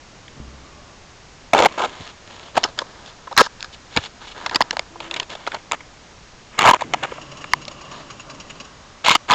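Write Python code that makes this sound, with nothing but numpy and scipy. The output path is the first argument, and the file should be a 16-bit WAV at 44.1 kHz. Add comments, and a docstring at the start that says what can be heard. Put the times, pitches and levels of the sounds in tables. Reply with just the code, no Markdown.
"""Shavings, paws and fingers crack and scrape against the plastic shell of a small camera in a rodent cage.
Cracks are gritty noise bursts filtered by shell resonances; the loudest overload the input.
Bedding rustles as dense clicks through the same shell; a wooden wheel rumbles as resonant noise and ticks.
Behind them lie dull cage knocks of decaying sines, a faint wavering tone and steady noise hiss."""
import sys
import numpy as np
from scipy import signal
from scipy.fft import rfft, irfft, next_fast_len
from scipy.io import wavfile
from scipy.ndimage import uniform_filter1d

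SR = 44100
rng = np.random.default_rng(int(sys.argv[2]) if len(sys.argv) > 2 else 0)


def decibels_to_gain(level_db):
    """Convert a level in decibels to a linear amplitude gain (20 dB per decade)."""
    exponent = np.asarray(level_db, float) / 20
    return 10 ** exponent


def unload_audio(sound):
    """Save the sound as a 16-bit wav file, at the path given as the first command line argument."""
    columns = np.transpose(np.atleast_2d(sound))
    # keep every value between -1 and 1, then stretch to whole-number steps
    steps = np.round(np.clip(columns, -1, 1) * 32767)
    wavfile.write(sys.argv[1], SR, steps.astype(np.int16))


N = 411894
T = np.arange(N) / SR


def level(x, db):
    """Root-mean-square scaling: set the rms level in dB."""
    return x * decibels_to_gain(db) / np.sqrt(np.mean(x ** 2))


def curve(rows, axis=1):
    """Linear interpolation in time of one column of a table."""
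    return np.interp(T, np.array(rows)[:, 0], np.array(rows)[:, axis])


def walk(rate):
    """Low-pass random fluctuation: levels held 1 / rate seconds, then smoothed twice."""
    hold = int(SR / rate)
    steps = np.repeat(rng.standard_normal(N // hold + 1), hold)
    return uniform_filter1d(uniform_filter1d(steps, hold), hold)[:N]


def add(out, s, x):
    """Superposition: mix x in at time s."""
    i = int(s * SR)
    out[i:i + len(x)] += x[:N - i]


def ring(x, modes, db):
    """Modal resonance: parallel resonators (Hz, width in Hz) of gain db with alternating signs."""
    size = next_fast_len(len(x) + 4096)
    f = np.arange(size // 2 + 1) * SR / size + 0.00054  # the offset avoids division by zero
    response = 0
    for k, (mode, gain_db) in enumerate(zip(modes, db)):
        detuning = (f - mode[0] ** 2 / f) / mode[1]
        response = response + (-1) ** k * decibels_to_gain(gain_db) / (1 + 1j * detuning)
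    return irfft(rfft(x, size) * response, size)[:len(x)]


# Spectrum of the self-noise. Each row: frequency in Hz, relative density in dB per Hz.
HISS = [(20, -3.5), (60, -1.5), (130, -4.5), (300, -9.5), (800, -11), (3000, -17.5), (7000, -19.5),
        (9000, -26)]
HISS_DB = -44.5  # rms of the whole hiss


def hiss():
    """Stationary self-noise of microphone and amplifier: white noise shaped by a fixed spectrum."""
    hz, db = np.transpose(HISS)
    f = np.arange(N // 2 + 1) * SR / N + 1
    shape = decibels_to_gain(np.interp(np.log(f), np.log(hz), db))
    return level(irfft(rfft(rng.standard_normal(N)) * shape, N), HISS_DB)


# Faint wavering tones, one table each. Each row: time in seconds, pitch in Hz, fundamental amplitude in dB.
WHINES = [
    [(4.9, 298.6, -48), (4.95, 343, -46), (5.06, 329, -44), (5.145, 338, -38)],
]


def whine(rows):
    """Frequency modulation: a slightly unsteady tone whose octave partial weakens as the pitch rises."""
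    hz = curve(rows)
    octave_db = -6 - 9 * np.log2(hz / 330)
    phase = 2 * np.pi * np.cumsum(hz * (1 + 0.0047 * walk(32))) / SR
    fade_in = np.clip((T - rows[0][0]) / 0.0083, 0, 1)
    fade_out = np.clip((rows[-1][0] - T) / 0.011, 0, 1)
    tone = np.sin(phase) + decibels_to_gain(octave_db) * np.sin(2 * phase)
    return fade_in * fade_out * decibels_to_gain(curve(rows, axis=2)) * tone


# Low modes of the cage. Each row: frequency in Hz, relative amplitude in dB, 60 dB decay time in seconds.
CAGE = [(66.4, 1.5, 0.89), (130, 10.5, 0.042), (219, -0.5, 0.24)]
# Dull knocks on the cage. Each row: start in seconds, gain in dB.
KNOCKS = [(0.401, -36), (0.48, -43)]


def knocks():
    """Free decay: a soft blow leaves the low modes of the cage ringing as damped sines."""
    out, t = np.zeros(N), T[:SR // 2]
    blow = np.zeros(len(t))
    for hz, db, t60 in CAGE:
        blow -= decibels_to_gain(db) * np.sin(2 * np.pi * hz * t) * np.exp(-np.log(1000) * t / t60)
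    for s, db in KNOCKS:
        add(out, s, decibels_to_gain(db) * blow)
    return out


# Steady ticking of the wheel. Each row: first tick in seconds, number of ticks, period in seconds, level in dB.
SPINS = [(7.210, 8, .1, -32), (8.096, 6, .1, -29)]
# Weaker stray ticks between and just after the steady ones. Each row: start in seconds, level in dB.
TICKS = [(7.368, -33.5), (7.845, -38), (8.344, -37.5), (8.551, -39), (8.643, -36)]
TICK_JITTER_S, TICK_SCATTER_DB = 0.0013, 0.5  # standard deviations for the steady ticks


def ticks():
    """Quasi-periodic excitation: time and level of each tick, the steady ones a little uneven."""
    steady = np.array([(s + k * period, db) for s, count, period, db in SPINS for k in range(count)])
    uneven = steady + rng.standard_normal(steady.shape) * [TICK_JITTER_S, TICK_SCATTER_DB]
    return [*uneven, *TICKS]


# The turning wooden wheel. Each row: time in seconds, then levels in dB of the low hum,
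# the middle modes and the rasp of the high modes.
WHEEL = [(0, -85, -72, -70), (.38, -47, -53, -75), (.95, -58.5, -53, -75), (1.05, -66, -75, -84.5),
         (6.7, -77, -71, -69), (6.85, -39, -67, -64), (7.1, -45, -46, -49), (7.9, -46, -46, -51),
         (8.05, -50, -46, -50), (8.3, -43.5, -48.5, -53.5), (8.65, -49, -50, -55), (8.95, -76, -55.5, -79)]
# Resonances of the wheel. Each row: frequency in Hz, width in Hz, relative gain in dB before a spectral tilt.
WHEEL_MODES = [(140, 17, -1.5), (174, 31, -6), (265, 117, -7), (580, 45, 0.5), (1130, 160, 1),
               (2835, 280, 1), (4100, 150, -10), (4700, 160, -7.5), (5580, 220, -9.5), (6730, 180, -4.5)]
# Edges between the low, middle and high groups of modes, in Hz.
WHEEL_GROUPS_HZ = [0, 400, 1900, 9000]


def wheel():
    """Forced resonance: bearing noise hums, rings and rasps in three mode groups; ticks are short rattles."""
    modes = np.array(WHEEL_MODES)
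    hz, _, db = modes.T
    out, t = np.zeros(N), T[:4096]
    for column in (1, 2, 3):
        keep = (hz > WHEEL_GROUPS_HZ[column - 1]) & (hz < WHEEL_GROUPS_HZ[column])
        bearing = rng.standard_normal(N) * decibels_to_gain(2.5 * walk(18))
        rung = ring(bearing, modes[keep], (db - 2.5 * np.log2(hz / 500))[keep])
        out += level(rung, 0) * decibels_to_gain(curve(WHEEL, axis=column))
    for s, tick_db in ticks():
        grit = rng.standard_normal(len(t)) * decibels_to_gain(4 * rng.standard_normal(len(t)))
        rattle = grit * np.clip(t / .004, 0, 1) * np.exp(-(t / .019) ** 2)
        # each tick has its own colour: modes shift in pitch and gain
        shift = .012 * rng.standard_normal(len(hz))
        colour_db = 2.5 * rng.standard_normal(len(hz))
        rung = ring(rattle, modes * (1 + shift[:, None]), db + colour_db + np.log2(hz / 500))
        # the rms over the 93 ms window lies 13 dB under the tick's tabled level
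        add(out, s, level(level(rung, 0) + level(rattle, -9), tick_db - 13))
    return out


PORT_HZ = 6000  # modes above this belong to the microphone port


def nearness_db(hz, centre_hz, octaves):
    """Modal coupling: modes far from the contact's centre ring less, faster so above it; the port is exempt."""
    away = np.log2(hz / centre_hz) / octaves
    loss_db = -6 * away ** 2 - 1.65 * np.maximum(away, 0) ** 2
    return np.maximum(loss_db, -24) * (hz < PORT_HZ)


def focus(db):
    """Contact stiffness: harder contact couples to one spot and rings fewer modes (spread in octaves)."""
    return np.interp(db, [-35, -10, -2], [.7, .32, .2])


# Resonances of the plastic shell. Each row: frequency in Hz, width in Hz, relative gain in dB.
SHELL = [(109, 96, 7), (350, 620, 11), (505, 225, 12.5), (578.4, 204, 10.5), (821, 424, 2.5),
         (995, 134, 4.5), (1250, 150, -0.5), (1682, 273, 2), (2167, 210, 5.5), (2700, 490, 2),
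         (2992, 490, 2.5), (3500, 480, 0), (4110, 630, -1), (4670, 650, -2.5), (5190, 360, -1),
         (6965, 1060, -13)]
LOW_UNDER_HZ, HIGH_OVER_HZ = 1900, 1500  # the groups overlap: one mode belongs to both


def in_group(high):
    """Modal grouping: mark either the high or the low modes of the shell."""
    hz = np.array(SHELL)[:, 0]
    return hz > HIGH_OVER_HZ if high else hz < LOW_UNDER_HZ


def shell(x, centre_hz, octaves, high, spot_db=0):
    """Modal excitation: ring one group of shell modes, weighted by nearness to the contact."""
    hz, _, db = np.transpose(SHELL)
    keep = in_group(high)
    gain_db = db + spot_db + nearness_db(hz, centre_hz, octaves)
    return ring(x, np.array(SHELL)[keep], gain_db[keep])


# Overlapping scrapes and brushes in the bedding. Each row: start in seconds, length in seconds,
# level of the dull part in dB, level of the bright part in dB.
SCRAPES = [(1.394, 4.4, -55, -63), (1.54, 0.13, -15.5, -28), (1.652, 0.24, -39, -44),
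           (1.853, 0.14, -41, -44.5), (1.992, 0.12, -42.5, -41.5), (1.78, 0.083, -19.5, -29.5),
           (2.266, 0.24, -45.5, -46), (2.547, 0.048, -29, -36.5), (2.588, 0.12, -38.5, -46),
           (2.638, 0.025, -23, -34), (2.777, 0.049, -34, -39.5), (2.833, 0.3, -47, -54.5),
           (3.051, 0.056, -50, -44), (3.374, 0.046, -11.5, -20), (3.414, 0.055, -33, -31.5),
           (3.596, 0.069, -46, -48), (3.728, 0.025, -54, -39), (3.917, 0.15, -43.5, -41.5),
           (3.961, 0.029, -25, -36), (4.031, 0.039, -39.5, -33.5), (4.21, 0.05, -40.5, -44.5),
           (4.259, 0.07, -44.5, -40), (4.352, 0.14, -37, -44), (4.513, 0.063, -29.5, -42),
           (4.567, 0.26, -44, -57), (5.016, 0.068, -39, -41), (5.104, 0.13, -37, -43.5),
           (5.296, 0.046, -35.5, -36), (5.35, 0.25, -45.5, -49), (5.527, 0.043, -32.5, -42),
           (5.719, 0.037, -30.5, -35), (6.524, 0.073, -45, -47), (6.582, .14, -23.5, -25),
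           (6.731, 0.037, -25, -34), (6.647, 0.054, -10, -21.5), (6.744, 3.5, -56, -65),
           (6.792, 0.055, -37.5, -41.5), (6.91, 0.29, -42.5, -46), (7.026, 0.031, -23.5, -30),
           (7.907, 0.12, -40.5, -45.5), (9.044, 0.1204, -26.5, -23.5), (9.061, 0.072, -24, -19),
           (9.284, .1, -27, -31), (9.318, 0.17, -14, -28)]
# An edge lasts a fixed time plus a share of the length: hard scrapes are abrupt, light brushes swell.
EDGE_S, HARD_EDGE, LIGHT_EDGE = 0.0039, 0.05, 0.28


def scrape_db(axis):
    """Incoherent summation: the powers of all scrapes add over a faint floor; returns dB."""
    power = decibels_to_gain(-64.5) ** 2
    for row in SCRAPES:
        start, length, dull_db = row[:3]
        share = np.interp(dull_db, [-42, -30], [LIGHT_EDGE, HARD_EDGE])
        edge = EDGE_S + share * min(length, .15)
        inside = np.minimum(T - start, start + length - T)
        power = power + (decibels_to_gain(row[axis]) * np.clip(inside / edge + .5, 0, 1)) ** 2
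    return 10 * np.log10(power)


def crumbs(count, scatter_db):
    """Shot noise: dense random clicks, a few much louder than the rest."""
    t, size, sign = rng.random((count, 3)).T
    clicks = np.sign(sign - .5) * decibels_to_gain(-scatter_db * np.log(1 - size))
    return np.bincount((t * N).astype(int), clicks, N)


def rub(grains, high, centre_hz, octaves, db):
    """Time-varying modal coupling: grains ring one group of shell modes around a moving centre."""
    rung = 0
    for k, mode in enumerate(np.array(SHELL)[in_group(high)]):
        coupling = (-1) ** k * decibels_to_gain(nearness_db(mode[0], centre_hz, octaves))
        rung = rung + coupling * ring(grains, [mode], [mode[2]])
    # a 41 ms running rms evens the level out before the scrapes shape it
    return rung / np.sqrt(uniform_filter1d(rung ** 2, size=1800)) * decibels_to_gain(db)


# The spot of contact wanders over the shell; the cracks' snaps follow it too. 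Each row: time in seconds,
# centre of the low modes in Hz, centre of the high modes in Hz.
TOUCH = [(1.5, 757, 2700), (1.7, 808, 2920), (2.1, 1020, 3500), (2.6, 874, 3300), (2.635, 890, 4320),
         (3.3, 990, 3670), (3.36, 1300, 5040), (3.42, 1350, 4700), (3.64, 1480, 5450), (3.75, 1090, 3520),
         (4.5, 1000, 3500), (4.558, 960, 4660), (4.62, 940, 4100), (5.14, 930, 2700), (5.2, 930, 3500),
         (5.75, 978, 2700), (7.534, 966, 2470), (7.64, 900, 3900), (9.0, 1030, 3160)]


def rustle():
    """Granular friction: shavings rub as dense crumbs heard through the shell, in overlapping scrapes."""
    dull_db, bright_db = scrape_db(axis=2), scrape_db(axis=3)
    # light rubbing is smooth, hard rubbing sticks and slips
    flicker = decibels_to_gain(np.interp(dull_db, [-40, -20], [2.5, 3.6]) * walk(400))
    dull_grains = crumbs(count=40000, scatter_db=2.4) * flicker
    bright_grains = crumbs(count=50000, scatter_db=2.5) * flicker
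    bright_octaves = np.interp(bright_db, [-40, -25], [.55, .6])
    dull = rub(dull_grains, False, curve(TOUCH), focus(dull_db) + 0.27, dull_db)
    bright = rub(bright_grains, True, curve(TOUCH, axis=2), bright_octaves, bright_db)
    return dull + bright


# Cracks against the shell. Each row: start in seconds, contact time scale in ms, body level in dB,
# body centre in Hz, snap level in dB; levels are referred to the contact time.
CRACKS = [(0.28, 4.1, -64, 1780, -37), (1.533, 7.7, -6, 720, -12), (1.548, 2.9, -3, 740, -24),
          (1.5671, 3, -20, 880, -19), (1.5787, 3.8, -22, 1140, -16), (1.5882, 8.5, -11.5, 680, -19.5),
          (1.6025, 1.8, -5.5, 716, -13.5), (1.6098, 3, -13, 800, -28), (1.622, 4, -12.5, 740, -15),
          (1.6336, 6.8, -12.5, 750, -24), (1.648, 2.6, -9.5, 1108, -12.5), (1.6538, 2, -15.5, 880, -17.5),
          (1.657, 6.9, -4.5, 850, -13.5), (1.7235, 2, -34, 900, -34), (2.001, 19, -35, 141.4, -58),
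          (2.5676, 10, -15.5, 870, -28.5), (2.5753, 7.4, -7.5, 830, -31), (2.6332, 0.67, -17, 720, -15),
          (2.6375, 6, -20.5, 1250, -12), (2.7884, 5.1, -20, 1250, -17), (2.8178, 8, -25, 900, -51),
          (3.272, 8.3, -29.5, 1220, -48), (3.312, 18, -30.5, 835, -48.5), (3.326, 3.8, -26, 930, -35.5),
          (3.365, 6, -20.5, 1160, -24), (3.3761, 3.5, -7.5, 1670, -5), (3.384, 7.5, -11, 1500, -15),
          (3.392, 2.9, -7, 1300, -15.5), (3.399, 7, -7.5, 1300, -16.5), (3.4072, 4.7, -6.5, 1150, -12.5),
          (3.413, 4.7, -3, 480, -24), (3.4641, 6.3, -25.5, 1090, -39), (3.606, 1.5, -42, 1490, -26),
          (3.627, 0.68, -20, 1720, -18.5), (3.644, 4.8, -30.5, 1260, -33), (3.9635, 3.2, -18, 720, -16),
          (3.966, 22, -21, 130, -45), (3.971, 7, -17, 1080, -13), (4.461, 7.5, -20.5, 990, -21.5),
          (4.495, 3, -26, 1500, -25.5), (4.511, 3.2, -27, 990, -30), (4.546, 6.6, -22.5, 716, -19.5),
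          (4.5574, 5.7, -14, 1250, -11), (4.6063, 4.1, -6.5, 956, -20), (4.614, 1.9, -9.5, 1720, -14.5),
          (4.6198, 4, -15.5, 950, -17), (4.708, 2.7, -17.5, 1390, -15), (4.7278, 10.4, -28.5, 840, -40),
          (4.7685, 2.1, -15, 810, -23.5), (4.793, 1.7, -17.5, 780, -12.5), (4.957, 6.9, -32.5, 880, -56),
          (5.002, 8.1, -30, 890, -30), (5.111, 5.7, -32, 1110, -22), (5.14, 4.4, -37, 1250, -21.5),
          (5.1613, 14, -31, 1160, -26), (5.198, 4.8, -25, 1020, -16.5), (5.228, 5.9, -40, 770, -32),
          (5.351, 8.3, -31, 760, -34), (5.466, 2.9, -30, 930, -24), (5.4732, 9.1, -19.5, 1070, -30.5),
          (5.518, 5.4, -29.5, 1590, -30), (5.544, 7.6, -23.5, 1020, -28.5), (5.7129, 1.7, -20, 1110, -18.5),
          (5.7193, 0.78, -8.5, 1111, -7.5), (5.732, 2.4, -16.5, 940, -28), (5.805, 11, -42, 990, -39),
          (6.59, 3.2, -11, 1190, -8.5), (6.609, 6.1, -15.5, 1130, -16.5), (6.619, 2.3, -11, 1120, -13.5),
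          (6.628, 3.1, -13.5, 1040, -16), (6.639, 6.4, -11.5, 1018, -21), (6.657, 6.8, -9.5, 953, -15.5),
          (6.665, 4.8, -9, 988, -13), (6.673, 7.7, -8.5, 995, -12), (6.681, 5, -15, 991, -13),
          (6.6886, 2.1, 5, 993, -19.5), (6.6939, 3.6, -10.5, 980, -10.5), (6.7, 3.1, -7.5, 997, -15.5),
          (6.7101, 4.6, -2.5, 1057, -12.5), (6.7337, 8.4, -8, 1030, -22), (6.744, 2.8, -15, 910, -19),
          (6.808, 10, -25, 1000, -28), (6.8198, 2.5, -12.5, 940, -28), (6.9361, 3.8, -15.5, 1035, -13.5),
          (6.942, 3.8, -12, 930, -23), (7.0331, 7.2, -50, 1080, -21), (7.119, 7.9, -26.5, 814, -40),
          (7.181, 4, -28, 810, -55), (7.441, 5.6, -29, 1090, -30.5), (7.5344, 1.62, -3.5, 1030, -1.5),
          (7.652, 0.29, -50, 900, -21), (7.6796, 7.3, -35, 860, -29), (9.0462, 6, -27.5, 604, -22.5),
          (9.0598, 2.1, -14.5, 1020, -14), (9.0645, 3.4, -19.5, 1000, -15), (9.0832, 2.6, -2, 1020, -9.5),
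          (9.093, 2.5, -19.5, 1010, -7.5), (9.0959, 2.3, -16, 1050, -9.5), (9.1053, 2.3, -8.5, 1080, -14),
          (9.1116, 7.2, -12, 1155, -12.5), (9.1501, 9, -10, 1050, -10), (9.296, 2.8, -18, 935, -28),
          (9.3005, 1.4, -5.5, 1010, -25), (9.307, 5.5, -10.5, 1020, -14), (9.3141, 1.2, -8, 1020, -7.5),
          (9.318, 4.5, -12, 1080, -16), (9.326, 4.5, -12, 1000, -17), (9.334, 6, -15, 977, -15)]


def cracks():
    """Impact excitation: a short gritty contact of sharp first blow, uneven push and quick release."""
    out, t = np.zeros(N), T[:3072]
    snap_centre = curve(TOUCH, axis=2)
    for s, ms, body_db, body_hz, snap_db in CRACKS:
        contact_s = ms / 1000
        grit = rng.standard_normal((2, len(t))) * decibels_to_gain(2.9 * rng.standard_normal((2, len(t))))
        spot_db = 2.5 * rng.standard_normal(len(SHELL))  # each spot rings the modes differently
        rise = np.clip(t / (0.037 * contact_s), 0, 1)
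        blow = 7 * (t == 0)
        push = grit[0] * rise * np.exp(-(t / (0.96 * contact_s)) ** 3)
        body = shell(blow + push, body_hz, focus(body_db), False, spot_db)
        # the snap begins to fall sooner than the body
        scratch = grit[1] * rise * np.exp(-(t / (0.61 * contact_s)) ** 1.3)
        snap = shell(scratch, snap_centre[int(s * SR)], 0.68, True, spot_db)
        # refer the rms over the whole window to the contact time
        spread_db = 10 * np.log10(contact_s * SR / len(t))
        add(out, s, level(body, body_db + spread_db) + level(snap, snap_db + spread_db))
    return out


def scene():
    """Superposition: the pressures of all sources add at one microphone."""
    background = hiss() + sum(map(whine, WHINES)) + knocks()
    return (background + wheel() + rustle() + cracks())[None]


def band_limit(x):
    """A steep low-pass at the top of the band."""
    return signal.sosfilt(signal.butter(12, 16820, fs=SR, output="sos"), x)


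TOP_HZ, CLIP = 7380, .71  # soft top edge; overload amplitude


def record(dry):
    """Band limiting and clipping: a soft top edge, a steep cut above it, then hard overload."""
    soft = signal.sosfilt(signal.butter(10, TOP_HZ, fs=SR, output="sos"), dry)
    narrow = signal.sosfilt(signal.ellip(12, .5, 95, 8800, fs=SR, output="sos"), soft)
    mix = np.clip(narrow, -CLIP, CLIP)
    return band_limit(mix)


dry = scene()
out = record(dry)
unload_audio(out)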